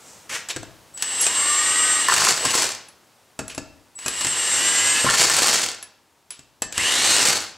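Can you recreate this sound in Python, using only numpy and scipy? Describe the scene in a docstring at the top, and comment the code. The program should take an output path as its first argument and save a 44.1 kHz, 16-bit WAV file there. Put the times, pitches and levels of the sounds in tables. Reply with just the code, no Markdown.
"""A socket scrapes and clicks on a wheel in a garage; then a cordless impact wrench runs on three lug nuts.
Scrapes are coloured friction grains; knocks, jolts and blows are noise cracks and damped modes.
Motor whine and gear tones are sinusoids locked to the rotor speed; gear whir and hammer clatter are
filtered grain noise. Sparse decaying echoes and a fading background wash surround the tool."""
import sys
import numpy as np
from scipy import signal
from scipy.fft import rfft, irfft, next_fast_len
from scipy.io import wavfile
from scipy.ndimage import uniform_filter1d, minimum_filter1d

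SR = 44100
rng = np.random.default_rng(int(sys.argv[2]) if len(sys.argv) > 2 else 0)


def unload_audio(sound):
    """Save the sound as a 16-bit wav file, at the path given as the first command line argument."""
    columns = np.transpose(np.atleast_2d(sound))
    # keep every value between -1 and 1, then stretch to whole-number steps
    steps = np.round(np.clip(columns, -1, 1) * 32767)
    wavfile.write(sys.argv[1], SR, steps.astype(np.int16))


N = 333912


def gain_of(db):
    """Logarithmic level: decibels become an amplitude factor."""
    return 10 ** (np.asarray(db) / 20)


def evened(x):
    """Power normalisation: scales to rms 1."""
    return x / np.sqrt(np.mean(x ** 2) + 1e-20)


def read(points, hz):
    """Logarithmic frequency scale: interpolates a spectrum table at the given frequencies."""
    f, value = np.transpose(points)
    return np.interp(np.log(hz + 1), np.log(f + 1), value)


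def add(mix, s, sound):
    """Superposition: adds a sound into the mix from time s."""
    part = mix[round(s * SR):][:len(sound)]
    part += sound[:len(part)]


def colour(x, points):
    """Linear filtering: weights the spectrum by a table, without phase shift."""
    size = next_fast_len(x.shape[-1])
    gain = gain_of(read(points, np.fft.rfftfreq(size, 1 / SR)))
    return irfft(rfft(x, size) * gain, size)[..., :x.shape[-1]]


def wander(size, seconds):
    """Slow random modulation: twice-averaged noise of rms 1."""
    span = int(seconds * SR)
    once = uniform_filter1d(rng.standard_normal(size), span)
    return evened(uniform_filter1d(once, span))


def rattle(size, points, grain_db):
    """Granular excitation: dense tiny contacts of uneven size, heard through a body."""
    grains = rng.standard_normal(size) * gain_of(grain_db * wander(size, 0.00063))
    return evened(colour(grains, points))


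def ring(modes, t):
    """Modal decay: the exponentially dying modes of a struck object, each excited a little differently."""
    out = 0
    for hz, db, t60 in modes:
        level_db = db + 3 * rng.standard_normal() - 60 * t / t60
        out = out + gain_of(level_db) * np.sin(2 * np.pi * hz * t)
    return out


# spectrum of the distant wash: f/Hz, level/dB (per Hz, relative)
WASH_SPECTRUM = [(25, -25.5), (60, -2.5), (900, -2), (2000, -8.5), (8000, -12.5), (16000, -21.5)]
# fading of the wash: t/s, level/dB
WASH_FADE = [(0, -45.5), (.9, -48.5), (3.2, -53), (6, -57.5)]
# faint steady tone: f/Hz, level/dB
STEADY_TONES = [(931, -75)]


def shop():
    """Partial coherence: a distant wash largely shared by both ports, plus a faint steady tone."""
    t = np.arange(N) / SR
    shared, apart = rng.standard_normal(N), rng.standard_normal((2, N))
    fade = gain_of(np.interp(t, *np.transpose(WASH_FADE)))
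    wash = evened(colour(shared + 0.2 * apart, WASH_SPECTRUM)) * fade
    return wash + sum(np.sqrt(2) * gain_of(db) * np.sin(2 * np.pi * hz * t) for hz, db in STEADY_TONES)


# spectrum of struck or rubbed steel, also the hammer clatter: f/Hz, level/dB (per Hz, relative)
STEEL_SPECTRUM = [(75, -22), (97, -3.5), (125, -11), (295, -1), (1060, 2.9), (3900, 2), (7600, 5.5),
                  (9500, -2.5), (16000, -21.5)]
# socket sliding over steel: start t/s, swell t/s, peak level/dB, fade level/dB per s, length t/s, strongest f/Hz
SLIDES = [(0, 0.1, -43, -74, 0.27, 7600), (0.292, 0.064, -22, -300, 0.17, 2030),
          (0.493, 0.017, -20, -900, .055, 2970), (1.199, 0.029, -19.5, -100, 0.061, 6450),
          (3.496, 0.0059, -29, -400, .1, 2700), (6.303, .005, -38, -200, 0.21, 3100)]
SWELL_DB = -7  # a slide starts this far under its peak
SCRAPE_LIFT_DB = 9  # at the strongest pitch, tapering to none an octave either side


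def scrapes():
    """Friction: contact grains under each slide swell, then fade exponentially."""
    out = np.zeros(N)
    for s, swell, peak_db, fade_db, length, hz in SLIDES:
        t = np.arange(0, length, 1 / SR)
        db = peak_db + SWELL_DB * np.maximum(1 - t / swell, 0) + fade_db * np.maximum(t - swell, 0)
        lift = [(hz / 2, 0), (hz, SCRAPE_LIFT_DB), (2 * hz, 0)]
        grains = evened(colour(rattle(len(db), STEEL_SPECTRUM, 1.6), lift))
        add(out, s, gain_of(db) * grains * signal.windows.tukey(len(db), .04))
    return out


# reverberation time by band: f/Hz, t60/s
GARAGE_DECAY = [(200, 0.69), (5000, 0.51), (12000, 0.12)]
# echoes unlike at the two ports, against the shared ones: f/Hz, level/dB
UNLIKE_ECHOES = [(60, 12.5), (2200, -30), (5500, -4), (14000, -10.5)]


def garage(x):
    """Reverberation: sparse echoes of random sign, each band dying at its own rate, partly alike at both ports."""
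    taps = np.zeros((3, SR))
    # one echo at a random place in every 20 samples
    at = np.arange(200, SR - 20, 20) + rng.integers(0, 20, (3, (SR - 201) // 20))
    np.put_along_axis(taps, at, rng.choice([-1., 1.], at.shape), 1)
    hz, t, bands = signal.stft(taps[2] + colour(taps[:2], UNLIKE_ECHOES), SR, nperseg=256)
    decay = gain_of(-60 * t / read(GARAGE_DECAY, hz)[:, None])
    tail = signal.istft(bands * decay, SR, nperseg=256)[1]
    return signal.fftconvolve(x[None], tail / np.linalg.norm(tail[0]), axes=1)[:, :N]


def crack(t, quick, slow, share):
    """Impact transient: steel-coloured noise with a quick and a slow decay; too small to radiate bass."""
    burst = rattle(len(t), STEEL_SPECTRUM, 2.95) * (np.exp(-t / quick) + share * np.exp(-t / slow))
    return signal.lfilter(*signal.butter(2, 350, "high", fs=SR), burst)


# socket and anvil knocks, before the mix factors: t/s, crack and wheel level/dB, thud level/dB, socket level/dB
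KNOCK_EVENTS = [(0.487, -22, -45, -28), (0.5627, -22.5, -23, -58), (0.6305, -32, -33, -54),
                (0.9747, -27, -57, -52), (1.0238, -12.5, -77, -50.5), (1.2127, -39, -55, -3.5),
                (1.266, -11, -51, -36), (2.4506, -7.5, -18.5, -37), (2.885, -40.5, -63, -34),
                (3.391, -19, -11, -45), (3.48, -30, -42, -16.5), (3.548, -31.5, -45.5, -26),
                (3.5784, -22, -21, -51), (3.989, -28.5, -50, -42), (4.0609, -16, -24, -35),
                (4.0812, -16.5, -34, -9.5), (4.21, -15, -37, -39.5), (4.247, -14, -22, -42),
                (4.269, -14, -31, -37), (5.0442, -18, -4, -54.5), (5.827, -29.5, -60, -15),
                (6.306, -32, -68, -20.5), (6.3926, -37, -42, -63), (6.621, -14, -19, -19),
                (6.7247, -23.5, -40, -49), (6.779, -12, -21.5, -22)]
# modes of the wheel, before detuning and damping: f/Hz, level/dB, t60/s
WHEEL_MODES = [(1060, -29, 0.34), (1395, -26, 0.18), (1783, -9, 0.28), (2785, -3, 0.091),
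               (4500, -21, 0.087), (8120, 12, 0.021)]
# modes of tyre and rim, before detuning: f/Hz, level/dB, t60/s
THUD_MODES = [(220.5, -11, 0.15), (295, 4, 0.08), (677.5, 3.5, 0.045), (1495, -4, 0.1)]
# modes of the socket: f/Hz, level/dB, t60/s
SOCKET_MODES = [(10160, -4.5, 0.077), (11200, -14.5, 0.1)]
# one knock leaves a low mode of the rim ringing: t/s, level/dB
FREE_RIM_RING = (6.621, -27)
KNOCK_DAMPING_S = 0.051  # the gloved hand damps the wheel


def knocks():
    """Impact excitation: a crack sets off the wheel, the tyre's thud at a varying pitch and the socket's thin ring."""
    out, t = np.zeros(N), np.arange(9000) / SR
    for s, db, thud_db, socket_db in KNOCK_EVENTS:
        snap = 0.62 * crack(t, 0.0016, 0.011, 0.95)
        wheel = 0.35 * ring(WHEEL_MODES, t * rng.uniform(.9, 0.97)) * np.exp(-t / KNOCK_DAMPING_S)
        add(out, s, gain_of(db) * (snap + wheel))
        # the pitch varies with the spot struck
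        thud = ring(THUD_MODES, t * rng.uniform(.88, 1.1)) * (0.62 + 0.83 * wander(len(t), 0.0012))
        socket = ring(SOCKET_MODES, t)
        add(out, s, 0.41 * gain_of(thud_db) * thud + 0.73 * gain_of(socket_db) * socket)
    s, db = FREE_RIM_RING
    hz, _, t60 = WHEEL_MODES[2]
    add(out, s, ring([(hz, db, t60)], t))
    return out


BRAKE_S, STALL_S, STALLED = .06, 0.082, 0.5  # the tightening nut brakes the rotor to this share of its speed


def rotor(rows):
    """Rotational inertia: start time and speed of one pull through spin-up, braking and a short slow stretch."""
    s, hz = rows[-1]
    braked = [(s + BRAKE_S, STALLED * hz), (s + BRAKE_S + STALL_S, STALLED * hz)]
    times, speeds = np.transpose(rows + braked)
    return times[0], np.interp(np.arange(times[0], times[-1], 1 / SR), times, speeds)


# rotor spin-up, one curve a trigger pull: t/s, speed f/Hz
SPIN_UPS = [
    [(.938, 5), (1.05, 140), (1.25, 277), (1.36, 334), (1.45, 358), (1.75, 385), (2.01, 378)],
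    [(2.36, 60), (2.45, 170)],
    [(3.952, 5), (4.15, 191), (4.35, 304), (4.45, 425), (4.55, 466), (4.65, 492), (5.0, 523)],
    [(6.71, 5), (6.75, 162), (6.8, 390), (6.84, 462), (6.88, 524), (6.94, 578), (7.04, 657), (7.09, 684),
     (7.15, 702)],
]
# trigger pulls: anvil engages t/s, nut seats t/s, trigger released t/s, whir level/dB at 400 Hz,
# hammering level/dB, whine level/dB and gear tone level/dB over the whir
TRIGGER_PULLS = [(1.01, 2.092, 2.304, -21, -15.5, -5, 0), (2.457, 2.497, 2.614, -13.5, -18.5, -12.5, -3),
                 (4.017, 5.09, 5.587, -21.5, -16.5, -7.5, -1), (6.79, 7.198, 7.31, -21, -14.5, -15, 1.5)]
# lines of the whine: multiple of the speed above the chopper, relative level/dB
WHINE_LINES = [(-5, -8), (-4, -6), (-2, -5), (-1, 3.8), (0, 3), (1, 4), (2, -7.5)]
# gear and pole tones: multiple of the speed, relative level/dB at part trigger, relative level/dB at full trigger
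GEAR_TONES = [(3, -13, -40), (3.25, -9, -30), (3.6, -30, -16), (4, -8, -28), (5, -10, -26), (5.4, -22, -9),
              (6, -10, -8), (6.6, -20, -8), (9.2, -26, -9), (12, -29, -14)]
# how well the housing radiates a tone: f/Hz, level/dB
HOUSING_RESPONSE = [(1180, 3), (1500, -10), (1680, 2), (2070, 2), (2330, -8), (2780, 5), (3300, -9),
                    (4200, -2), (5000, -15), (6200, -2), (7000, -12), (8300, 7)]
CHOPPER_HZ = 7889
CENTRE_DB_PER_DOUBLING = -4  # the bare chopper line gives way to its sidebands above 100 Hz


def tone(cycles, db):
    """Phase accumulation: a sinusoid of random phase whose level wanders."""
    level = gain_of(db + 2.27 * wander(len(cycles), 0.03))
    return np.sqrt(2) * level * np.sin(2 * np.pi * (cycles + rng.random()))


def motor(whir_db):
    """Modulation sidebands and meshing orders: chopper lines and gear tones, all locked to the rotor."""
    out = np.zeros(N)
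    for rows, (*_, over_db, gear_db) in zip(SPIN_UPS, TRIGGER_PULLS):
        s, speed = rotor(rows)
        turns, chops = np.cumsum(speed) / SR, CHOPPER_HZ * np.arange(len(speed)) / SR
        doublings = np.log2(speed / 400)
        stall_db = 7 * np.log2(speed / np.maximum.accumulate(speed))  # tones fade as the load brakes the rotor
        load_db = whir_db[round(s * SR):][:len(speed)] + stall_db
        whine_db = np.maximum(load_db, -37) + over_db  # the floor lets the chopper sing before spin-up
        whine = 0
        for k, db in WHINE_LINES:
            line_db = whine_db + db
            if k == 0:
                line_db = line_db + CENTRE_DB_PER_DOUBLING * np.maximum(doublings + 2, 0)
            if k < -3:  # far sidebands need a case resonance
                line_db = line_db - 6 * ((CHOPPER_HZ + k * speed - 5900) / 260) ** 2
            whine = whine + tone(chops + k * turns, line_db)
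        octave = sum(tone(2 * chops - k * turns, whine_db - 30) for k in (1, 3))
        # at part trigger the tones firm up as the speed settles
        settle_db = 36 * np.log2(speed / speed.max())
        gears = 0
        for k, part_db, full_db in GEAR_TONES:
            if rows is SPIN_UPS[-1]:  # the last pull is at full trigger
                order_db = full_db + 20 * np.minimum(doublings, 0)
            else:
                order_db = part_db + settle_db
            radiated_db = order_db + read(HOUSING_RESPONSE, k * speed)
            gears = gears + tone(k * turns, load_db + 2 * stall_db + gear_db + radiated_db)
        add(out, s, (whine + octave + gears) * signal.windows.tukey(len(speed), 300 / len(speed)))
    return out


# spectrum of the running gears: f/Hz, level/dB (per Hz, relative)
RUNNING_SPECTRUM = [(75, -18), (97, -3.5), (125, -20.5), (290, -3), (600, -4), (1060, 1.5), (1550, -0.5),
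                    (1830, 7), (2550, -1.5), (2850, 11), (3150, 2.5), (7750, -1.5), (11200, -8.5),
                    (16000, -43.5)]
# the anvil sings in the clatter: f/Hz, level/dB
ANVIL_RESONANCE = [(4050, 0), (4450, 5), (4850, 0)]
PLAY_S, SLACK_DB, WHIR_DB_PER_DOUBLING = .03, -2.5, 6  # gears bite after the play; quieter until the anvil engages
COAST_DB_PER_S, COAST_DB_PER_S2, COAST_S = -85.5, -300, .32  # the level falls ever faster after release
BLUR_PER_DOUBLING = 0.79  # above 400 Hz the whir takes on the wide colour of the clatter


def whir():
    """Contact noise: gear rattle grows with speed, turns to hammer clatter and fades; also returns its level."""
    out, power = np.zeros(N), np.zeros(N)
    for rows, (engaged, seated, released, run_db, hammer_db, *_) in zip(SPIN_UPS, TRIGGER_PULLS):
        s = rows[0][0] + PLAY_S
        t = np.arange(s, released + COAST_S, 1 / SR)[:N - round(s * SR)]
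        doublings = np.log2(np.interp(t, *np.transpose(rows)) / 400)
        hammer = np.clip((t - seated) / .03, 0, 1)
        coast = np.maximum(t - released, 0)
        run_db = run_db + WHIR_DB_PER_DOUBLING * doublings + SLACK_DB * (t < engaged)
        db = run_db + (hammer_db - run_db) * hammer
        db = db + COAST_DB_PER_S * coast + COAST_DB_PER_S2 * coast ** 2
        clatter = colour(rattle(len(db), STEEL_SPECTRUM, 3.1), ANVIL_RESONANCE)
        clatter = clatter * gain_of(3 * wander(len(db), .007))  # lumpier than the whir
        wide = np.maximum(hammer, np.clip(BLUR_PER_DOUBLING * doublings, 0, 1))
        running = rattle(len(db), RUNNING_SPECTRUM, 1.97)
        add(out, s, gain_of(db) * (np.sqrt(1 - wide) * running + 0.96 * np.sqrt(wide) * clatter))
        add(power, s, gain_of(2 * db))
    return out, 10 * np.log10(power + 1e-9)


# hammer jolts that ring in the wheel, before shaping: t/s, level/dB, strongest f/Hz
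HAMMER_JOLTS = [(2.083, -11, 1060), (2.096, -7, 1800), (2.121, -9, 1090), (2.2, -11, 1060),
                (2.218, -9, 1080), (2.269, -15, 1060), (2.449, -14, 1040), (2.537, -14, 1085),
                (5.064, -8, 1070), (5.087, -8.5, 1390), (5.137, -11.5, 1770), (5.283, -15.5, 1650),
                (5.297, -14, 1400)]
JOLT_DAMPING_S, JOLT_FOCUS_DB = 0.0093, -11  # the pressed socket damps the ring; modes weaken per octave away


def jolts():
    """Modal participation: each jolt rings most the wheel modes nearest its strongest pitch."""
    out, t = np.zeros(N), np.arange(5000) / SR
    for s, db, hz in HAMMER_JOLTS:
        near = [(f, JOLT_FOCUS_DB * abs(np.log2(f / hz)), t60) for f, _, t60 in WHEEL_MODES]
        shape = np.minimum(t / 0.0027, 1) * np.exp(-t / JOLT_DAMPING_S)
        add(out, s, gain_of(db) * ring(near, t) * (1 + 0.68 * wander(len(t), 0.0018)) * shape)
    return out


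# hammer on anvil: t/s
BLOW_TIMES = [2.085, 2.138, 2.164, 2.249, 2.552, 5.0997, 5.2277, 5.298, 5.3657, 5.4204, 5.471, 5.538,
              7.1641, 7.192, 7.272]
# first tick of the loose anvil as the motor coasts down: t/s
FIRST_TICKS = [2.621, 5.618]
TICK_GAP_S, TICK_SLOWING = .021, 1.1  # first gap; each gap is longer than the last by this ratio
TICK_DB, TICK_GAIN_DB = 4.5, 1  # over the whir, and gained with each tick as the whir dies


def blows(whir_db):
    """Impulsive impact: each blow is a quick crack and a burst of steel; soft ticks come ever further apart."""
    out, t = np.zeros(N), np.arange(3000) / SR
    for s in BLOW_TIMES:
        blow = crack(t, .0004, .015, .045) + .04 * ring(WHEEL_MODES, t)
        add(out, s, gain_of(whir_db[round(s * SR)] + 24) * blow)
    lags = TICK_GAP_S * (TICK_SLOWING ** np.arange(6) - 1) / (TICK_SLOWING - 1)
    for first in FIRST_TICKS:
        for k, s in enumerate(first + lags):
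            tick = crack(t, 0.0033, 0.01, 0.21) + 0.19 * ring(WHEEL_MODES, t)
            add(out, s, gain_of(whir_db[round(s * SR)] + TICK_DB + k * TICK_GAIN_DB) * tick)
    return out


def scene():
    """Superposition: direct sound of tool and wheel, its echoes in the garage and the background."""
    gears, whir_db = whir()
    tool = gears + motor(whir_db) + blows(whir_db) + jolts() + knocks() + scrapes()
    return tool + gain_of(-9.5) * garage(tool) + shop()


# microphone bass roll-off: f/Hz, level/dB
BASS_ROLL_OFF = [(25, -23), (90, -4)]
# left port over right: f/Hz, level/dB
LEFT_OVER_RIGHT = [(60, 7), (130, 7), (400, 3), (1500, 0.3)]
EDGE_HZ = 15800  # upper band limit


def record(dry):
    """Transduction: the left port favours bass, a look-ahead limiter ducks just before overloads, then a band limit."""
    dry = colour(dry, BASS_ROLL_OFF)
    lift = np.array(LEFT_OVER_RIGHT)
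    # half the level difference goes to each port
    ports = np.array([colour(dry[0], lift * [1, .5]), colour(dry[1], lift * [1, -.5])])
    allowed = .62 / np.maximum(abs(ports).max(0), .62)
    ahead = np.roll(minimum_filter1d(allowed, size=120), -45)  # sees peaks about 2.5 ms early
    limited = ports * uniform_filter1d(ahead, size=24)
    low_pass = signal.firwin(511, EDGE_HZ, window=("kaiser", 9), fs=SR)
    return signal.oaconvolve(limited, low_pass[None], "same")


dry = scene()
out = record(dry)
unload_audio(out)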